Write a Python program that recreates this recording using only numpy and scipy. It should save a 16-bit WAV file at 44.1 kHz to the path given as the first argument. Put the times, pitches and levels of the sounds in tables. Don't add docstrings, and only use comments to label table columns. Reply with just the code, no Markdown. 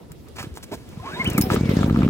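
import sys
import numpy as np
from scipy import signal
from scipy.fft import rfft, irfft
from scipy.io import wavfile

SR = 44100
rng = np.random.default_rng(int(sys.argv[2]) if len(sys.argv) > 2 else 0)


def voltage_ratio(level):
    return 10 ** (np.asarray(level, float) / 20)


def master(y):
    cut = np.clip(np.atleast_2d(y).T, -1, 1)
    pcm = np.round(cut * 32767)
    wavfile.write(sys.argv[1], SR, pcm.astype(np.int16))


N = 92345
T = np.arange(N) / SR

# (frequency [Hz], level [dB])
YARD_SPECTRUM = [(15, -37), (55, -4), (110, -10.5), (378, -17.5), (782, -35.5), (1500, -43.5),
                 (3000, -42.5), (15500, -48)]
# (frequency [Hz], likeness [0-1])
STEREO_LIKENESS = [(60, 0.2), (240, 0.59), (950, 0.16), (3770, 0.15), (15000, 0)]
# (time [s], left minus right [dB])
MIC_SWING = [(0.0, -0.5), (0.4, -2), (.7, -1), (1.2, 0.4), (2.09, 0.44)]
# (start [s], length [s], level [dB], colour [Hz], tilt above it [dB/octave])
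RUBS = [(0.3514, 0.12, -38.5, 1670, -5.5), (.38, 0.038, -33, 2170, -8), (0.38, 0.046, -43.5, 590, -8.5),
        (0.55, 0.04, -43, 6500, -5), (0.626, 0.023, -37, 5070, -5), (0.714, 0.048, -38.5, 4200, -4.5),
        (.712, 0.045, -29, 410, -9.5), (1.5, 0.055, -27.5, 730, -5), (1.008, 0.47, -39, 2120, -10),
        (1.05, 0.42, -38.5, 540, -7)]
# (time [s], peak [dB], frequency [Hz], t60 [s])
BUMPS = [(0.104, -28.5, 143, 0.055), (0.404, -27, 106, 0.066), (0.439, -23, 310, 0.045),
         (0.468, -19, 144, 0.019), (0.514, -23, 72, 0.11), (0.75, -29, 70.0, 0.04),
         (0.927, -31, 195, 0.059), (0.972, -19, 158, 0.036), (0.999, -27.5, 101, 0.13),
         (1.195, -19, 235, 0.046), (1.05, -29, 267, 0.077), (1.273, -20, 139, 0.13),
         (1.285, -21.5, 336, .04), (1.379, -5.5, 201.4, 0.074), (1.387, -6.5, 300, 0.05)]
# (time [s], peak [dB], colour [Hz], decay [s])
TICKS = [(0.118, -27, 9300, 0.005), (0.2845, -36, 7200, 0.0071), (0.3616, -34, 2500, 0.0045),
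         (0.362, -35, 7630, 0.0046), (0.389, -24, 1900, .008), (0.424, -28, 4000, 0.004),
         (0.4287, -22.5, 6370, 0.0047), (0.5406, -37, 5340, 0.0046), (0.579, -32.5, 8500, 0.004),
         (0.9995, -32, 1500, 0.006), (0.889, -34, 7800, 0.0057), (1.244, -19, 7310, 0.005),
         (1.2749, -23, 5490, 0.0065), (1.3, -16, 12000, 0.0079), (1.3323, -21.5, 14400, 0.0062),
         (1.3796, -9.5, 9000, 0.0066), (1.4115, -16, 5100, 0.0043), (1.535, -31, 11300, 0.0041),
         (1.5428, -19.5, 11100, 0.0088), (1.5515, -21, 14100, 0.0055), (1.6926, -32, 6180, 0.012),
         (1.8323, -30, 5980, 0.0065)]
# (time [s], level [dB])
SWITCH_HITS = [
    (.573, -21.5),
]
# (frequency [Hz], level [dB], t60 [s])
SWITCH_MODES = [(506, -5, 0.0073), (1020, 5, 0.0064), (1560, 2, 0.0052), (2200, -5, 0.0037)]
# (time [s], frequency [Hz], level [dB])
REEL_PULL = [(1.03, 689.2, -44.5), (1.07, 1025, -32.5), (1.104, 1360, -49.5), (1.14, 1650, -36.5),
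             (1.18, 1900, -63), (1.2, 2110, -24), (1.218, 2178, -20), (1.228, 1923, -46),
             (1.243, 1630, -41)]
REEL_OVERRUN = [(1.245, 1900, -31), (1.255, 2335, -30.5), (1.264, 3077, -24), (1.288, 2927, -31.5),
                (1.299, 2938, -51), (1.344, 2753, -39), (1.366, 2420, -41), (1.384, 2150, -24)]
CORD_GUIDE_A = [(1, 1022, -42.5), (1.028, 1055, -53), (1.081, 1092, -32.5), (1.11, 1134, -42)]
CORD_GUIDE_B = [(1.163, 943, -39.5), (1.21, 1068, -32.5), (1.228, 1046, -40), (1.235, 960, -46)]
REEL_OVERTONE = [(1.145, 3700, -36), (1.179, 3850, -47.5), (1.211, 4200, -49), (1.25, 4300, -53)]
RETURN_SPRING = [(1.42, 749.5, -42), (1.476, 754, -38), (1.49, 700, -48)]
REEL_REWIND = [(1.586, 2200, -45), (1.63, 2330, -51), (1.682, 2200, -40), (1.726, 2068, -38),
               (1.751, 1920, -51), (1.772, 1810, -39.5), (1.809, 1590, -48)]
# (time [s], level [dB])
PAWL_HITS = [
    (1.380, -52),
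    (1.411, -25),
    (1.422, -33),
]
# (frequency [Hz], level [dB], t60 [s])
PAWL_MODES = [(5240, -7, 0.17), (5350, -9.5, 0.11), (7090, -20, 0.05), (8300, -19, 0.045),
              (11500, -10, 0.048), (12340, -5, 0.11), (12580, -7, 0.092), (13300, -16, 0.1),
              (13700, -11, 0.08), (14800, -16, 0.099), (15210, -14, 0.09), (15720, -12, 0.09),
              (2350, -5, 0.024)]
# (time [s], level [dB], low edge [Hz], t60 [s])
SHIVERS = [
    (1.378, -20, 9000, 0.082),
    (1.409, -29.5, 10800, 0.28),
    (1.412, -16.5, 2980, 0.038),
]
# (time [s], peak [dB])
CASING_HITS = [(.391, -35), (.428, -32), (1.381, -14.5), (1.502, -14), (1.562, -18.5), (1.831, -18),
               (1.889, -36), (1.898, -22), (1.961, -22), (2.02, -21), (2.032, -25.5), (2.078, -27)]
# (frequency [Hz], level [dB], t60 [s])
CASING_MODES = [(1230, 4.5, 0.018), (1354, 1.5, 0.015), (1730, -2.5, 0.0063), (2200, -5, 0.013),
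                (2830, -16, 0.0091), (830, -21, 0.009), (3900, -30, 0.008)]
# (frequency [Hz], level [dB])
CLATTER_SPECTRUM = [(290, -9), (450, 1), (680, -12), (1100, -12), (1770, -19.5), (2200, -16.5), (6180, -28),
                    (8600, -40.5), (15500, -35)]
# (time [s], strength [dB])
CYCLES = [(1.134, -26.5), (1.275, -10), (1.405, -9), (1.516, -8), (1.609, -7.5), (1.691, -7), (1.768, -7),
          (1.842, -7.5), (1.908, -5.5), (1.972, -5.5), (2.031, -4.5), (2.086, -11.5), (2.139, -13)]
# (place [0-1], sign, level [dB], push [ms], ring [Hz], t60 [s], boom [Hz], boom [dB])
STROKES = [
    (0, -1.05, 5.5, 2.41, 201, 0.012, 91.4, -44),
    (0.286, 0.96, 1.5, 2.24, 210, 0.011, 125, -14),
    (0.564, 1, -1.5, 2.4, 235, .035, 109, -34),
    (.83, 0.99, -14, 2.7, 222, 0.028, 70, -25),
]


def rms_one(x):
    return x / np.sqrt(np.mean(x ** 2) + 1e-20)


def at_hz(points, hz):
    point_hz, value = np.array(points).T
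    return np.interp(np.log(hz), np.log(point_hz + 1), value)


def drift(rate_hz):
    r = np.exp(-2 * np.pi * rate_hz / SR)
    noise = rng.standard_normal(N + SR)
    return rms_one(signal.lfilter([1], [1, -2 * r, r * r], noise)[SR:])


def ring(drive, hz, t60_s):
    r = voltage_ratio(-60 / (t60_s * SR))
    w = 2 * np.pi * hz / SR
    return signal.lfilter([0, np.sin(w)], [1, -2 * r * np.cos(w), r * r], drive + 1e-18)


def clicks(s, size):
    out = np.zeros(N + SR)
    np.add.at(out, (np.asarray(s) * SR).astype(int), size)
    return out[:N]


def late(x, ms):
    return np.interp(T - ms / 1000, T, x, left=0)


def filtered(x, order, hz, kind):
    return signal.sosfilt(signal.butter(order, hz, kind, fs=SR, output="sos"), x)


def banded(spectrum, patchy_db):
    white = rng.standard_normal((2, 2, N))
    shared = drift(10.2)
    edges_hz = 22 * 2 ** np.arange(0, 9.6, .5)
    out = 0
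    for k, (low, high) in enumerate(zip(edges_hz, edges_hz[1:])):
        mid, side = filtered(white[k % 2], 2, [low, high], "band")
        hz = np.sqrt(low * high)
        alike = np.clip(at_hz(STEREO_LIKENESS, hz), 0, 1)
        gain = voltage_ratio(at_hz(spectrum, hz) + patchy_db * (0.63 * shared + drift(13.9)))
        out = out + gain * (np.sqrt(1 + alike) * mid + np.sqrt(1 - alike) * side * [[1], [-1]])
    return rms_one(out)


def struck(hits, modes, spread_db, bounce_db):
    s, db = np.transpose(hits)
    s = np.r_[s, s + .0024]
    db = np.r_[db, db + bounce_db]
    out = 0
    for hz, level_db, t60_s in modes:
        strength_db = db + level_db + spread_db * rng.standard_normal(len(s))
        out = out + ring(clicks(s, voltage_ratio(strength_db)), hz, t60_s)
    return out


def yard():
    return voltage_ratio(-42.5) * banded(YARD_SPECTRUM, patchy_db=1.5)


def rubs():
    out = 0
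    for s, length_s, db, hz, tilt_db in RUBS:
        grains = rng.standard_normal(N) * voltage_ratio(2.0 * drift(200))
        octave = np.log2(np.fft.rfftfreq(N, 1 / SR) / hz + 1e-6)
        colour = voltage_ratio(np.where(octave > 0, tilt_db * octave, 1.65 * octave))
        shape = np.interp(T, s + length_s * np.array([0, .12, .6, 1]), [0, 0.72, 1.0, 0.05])
        out = out + voltage_ratio(db) * shape * rms_one(irfft(rfft(grains) * colour, N))
    return out


def bumps():
    out = 0
    for s, db, hz, t60_s in BUMPS:
        push = signal.lfilter(np.hanning(90) / 45, 1, clicks([s], voltage_ratio(db)))
        out = out + ring(push, hz, t60_s)
    return out


def ticks():
    out = np.zeros(N)
    for s, db, hz, decay_s in TICKS:
        start = np.searchsorted(T, s)
        u = T[start:start + 2000] - s
        band_hz = [0.51 * hz, min(2.26 * hz, 17000)]
        snap = filtered(rng.standard_normal(2000), 1, band_hz, "band")
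        out[start:start + 2000] += voltage_ratio(db - 5.0) * snap * np.exp(-2 * u / decay_s)
    return out


def switch():
    return -.5 * struck(SWITCH_HITS, SWITCH_MODES, spread_db=6.0, bounce_db=-20)


def whine():
    rough, flutter_hz = .2, 70
    out = 0
    for track in (REEL_PULL, REEL_OVERRUN, CORD_GUIDE_A, CORD_GUIDE_B, REEL_OVERTONE,
                  RETURN_SPRING, REEL_REWIND):
        s, hz, db = np.transpose(track)
        gate = np.interp(T, [s[0] - .008, s[0], s[-1], s[-1] + 0.0067], [0, 1, 1, 0])
        turn = np.exp(2j * np.pi * np.cumsum(np.interp(T, s, hz)) / SR)
        flutter = 1 + rough * (drift(flutter_hz) + 1j * drift(flutter_hz))
        out = out + 1.23 * voltage_ratio(np.interp(T, s, db)) * gate * (turn * flutter).real
    return out


def pawl():
    chatter = 1 + 0.82 * drift(150)
    return struck(PAWL_HITS, PAWL_MODES, spread_db=4.5, bounce_db=-5.5) * chatter


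def shivers():
    out = 0
    for s, db, low_hz, t60_s in SHIVERS:
        hiss = filtered(rng.standard_normal((2, N)), 3, low_hz, "high")
        decay = voltage_ratio(db - 60 * np.maximum(T - s, 0) / t60_s) * (T >= s)
        out = out + decay * rms_one(hiss)
    return out


def casing():
    return .5 * struck(CASING_HITS, CASING_MODES, spread_db=1.7, bounce_db=-6)


def thumps():
    late_gain_db_per_s, spread_db, boom_t60_s = 11.5, 1.0, 0.024
    s, db = np.transpose(CYCLES)
    sound, beats = 0, 0
    for place, sign, level_db, push_ms, hz, t60_s, boom_hz, boom_db in STROKES:
        growth_db = late_gain_db_per_s * place * (s[:-1] - 1.88)
        chance_db = spread_db * rng.standard_normal(len(s) - 1)
        hits = clicks(s[:-1] + place * np.diff(s), voltage_ratio(db[:-1] + level_db + growth_db + chance_db))
        u = np.arange(400) / SR * 1000 / push_ms
        pulse = np.sin(np.pi * np.minimum(u, 1)) ** 2 * 2000 / push_ms / SR
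        push = signal.lfilter(pulse, 1, hits)
        boom = voltage_ratio(boom_db) * ring(push, boom_hz, boom_t60_s)
        sound = sound + sign * 1.53 * (ring(push, hz, t60_s) + boom)
        beats = beats + hits
    return sound, beats


def churn(run_db):
    air = ring(ring(rng.standard_normal(N), 262, 2.0 / 300), 200, 0.004)
    return voltage_ratio(-36 + 0.86 * run_db + 2.6 * drift(17)) * rms_one(air)


def clatter(run_db, beats):
    puff_db, puff_s = 5.5, 0.0031
    puff = 1 + voltage_ratio(puff_db) * signal.lfilter([1], [1, -np.exp(-1 / (puff_s * SR))], beats)
    return voltage_ratio(-37.5 + .5 * run_db) * puff * banded(CLATTER_SPECTRUM, patchy_db=3.5)


def engine():
    s, db = np.transpose(CYCLES)
    run_db = np.interp(T, np.r_[.85, s], np.r_[-45, db]) + 16.5
    sound, beats = thumps()
    return sound + churn(run_db), clatter(run_db, beats)


def yard_echoes(x):
    left = late(x, 1.3) - 0.83 * late(x, 7.3)
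    right = late(x, 3.1) - 0.73 * late(x, 9.7)
    return voltage_ratio(-11) * np.array([left, right])


def scene():
    body, rattle = engine()
    small = casing() + pawl() + switch() + ticks() + rubs() + whine()
    near = body + small + bumps()
    direct = np.array([near, late(near, 0.13)])
    whole = direct + yard_echoes(small) + rattle + shivers() + yard()
    pan_db = np.interp(T, *np.transpose(MIC_SWING)) / 2
    return whole * voltage_ratio(np.array([pan_db, -pan_db]))


def roll_off(x):
    return signal.sosfilt(signal.butter(12, 16970, fs=SR, output="sos"), x)


def record(dry):
    top_cut_hz, bass_cut_hz = 16000, 63
    low_pass = signal.cheby2(10, 35, 1.04 * top_cut_hz, fs=SR, output="sos")
    mix = filtered(signal.sosfilt(low_pass, dry), 3, bass_cut_hz, "high")
    return roll_off(mix)


dry = scene()
out = record(dry)
master(out)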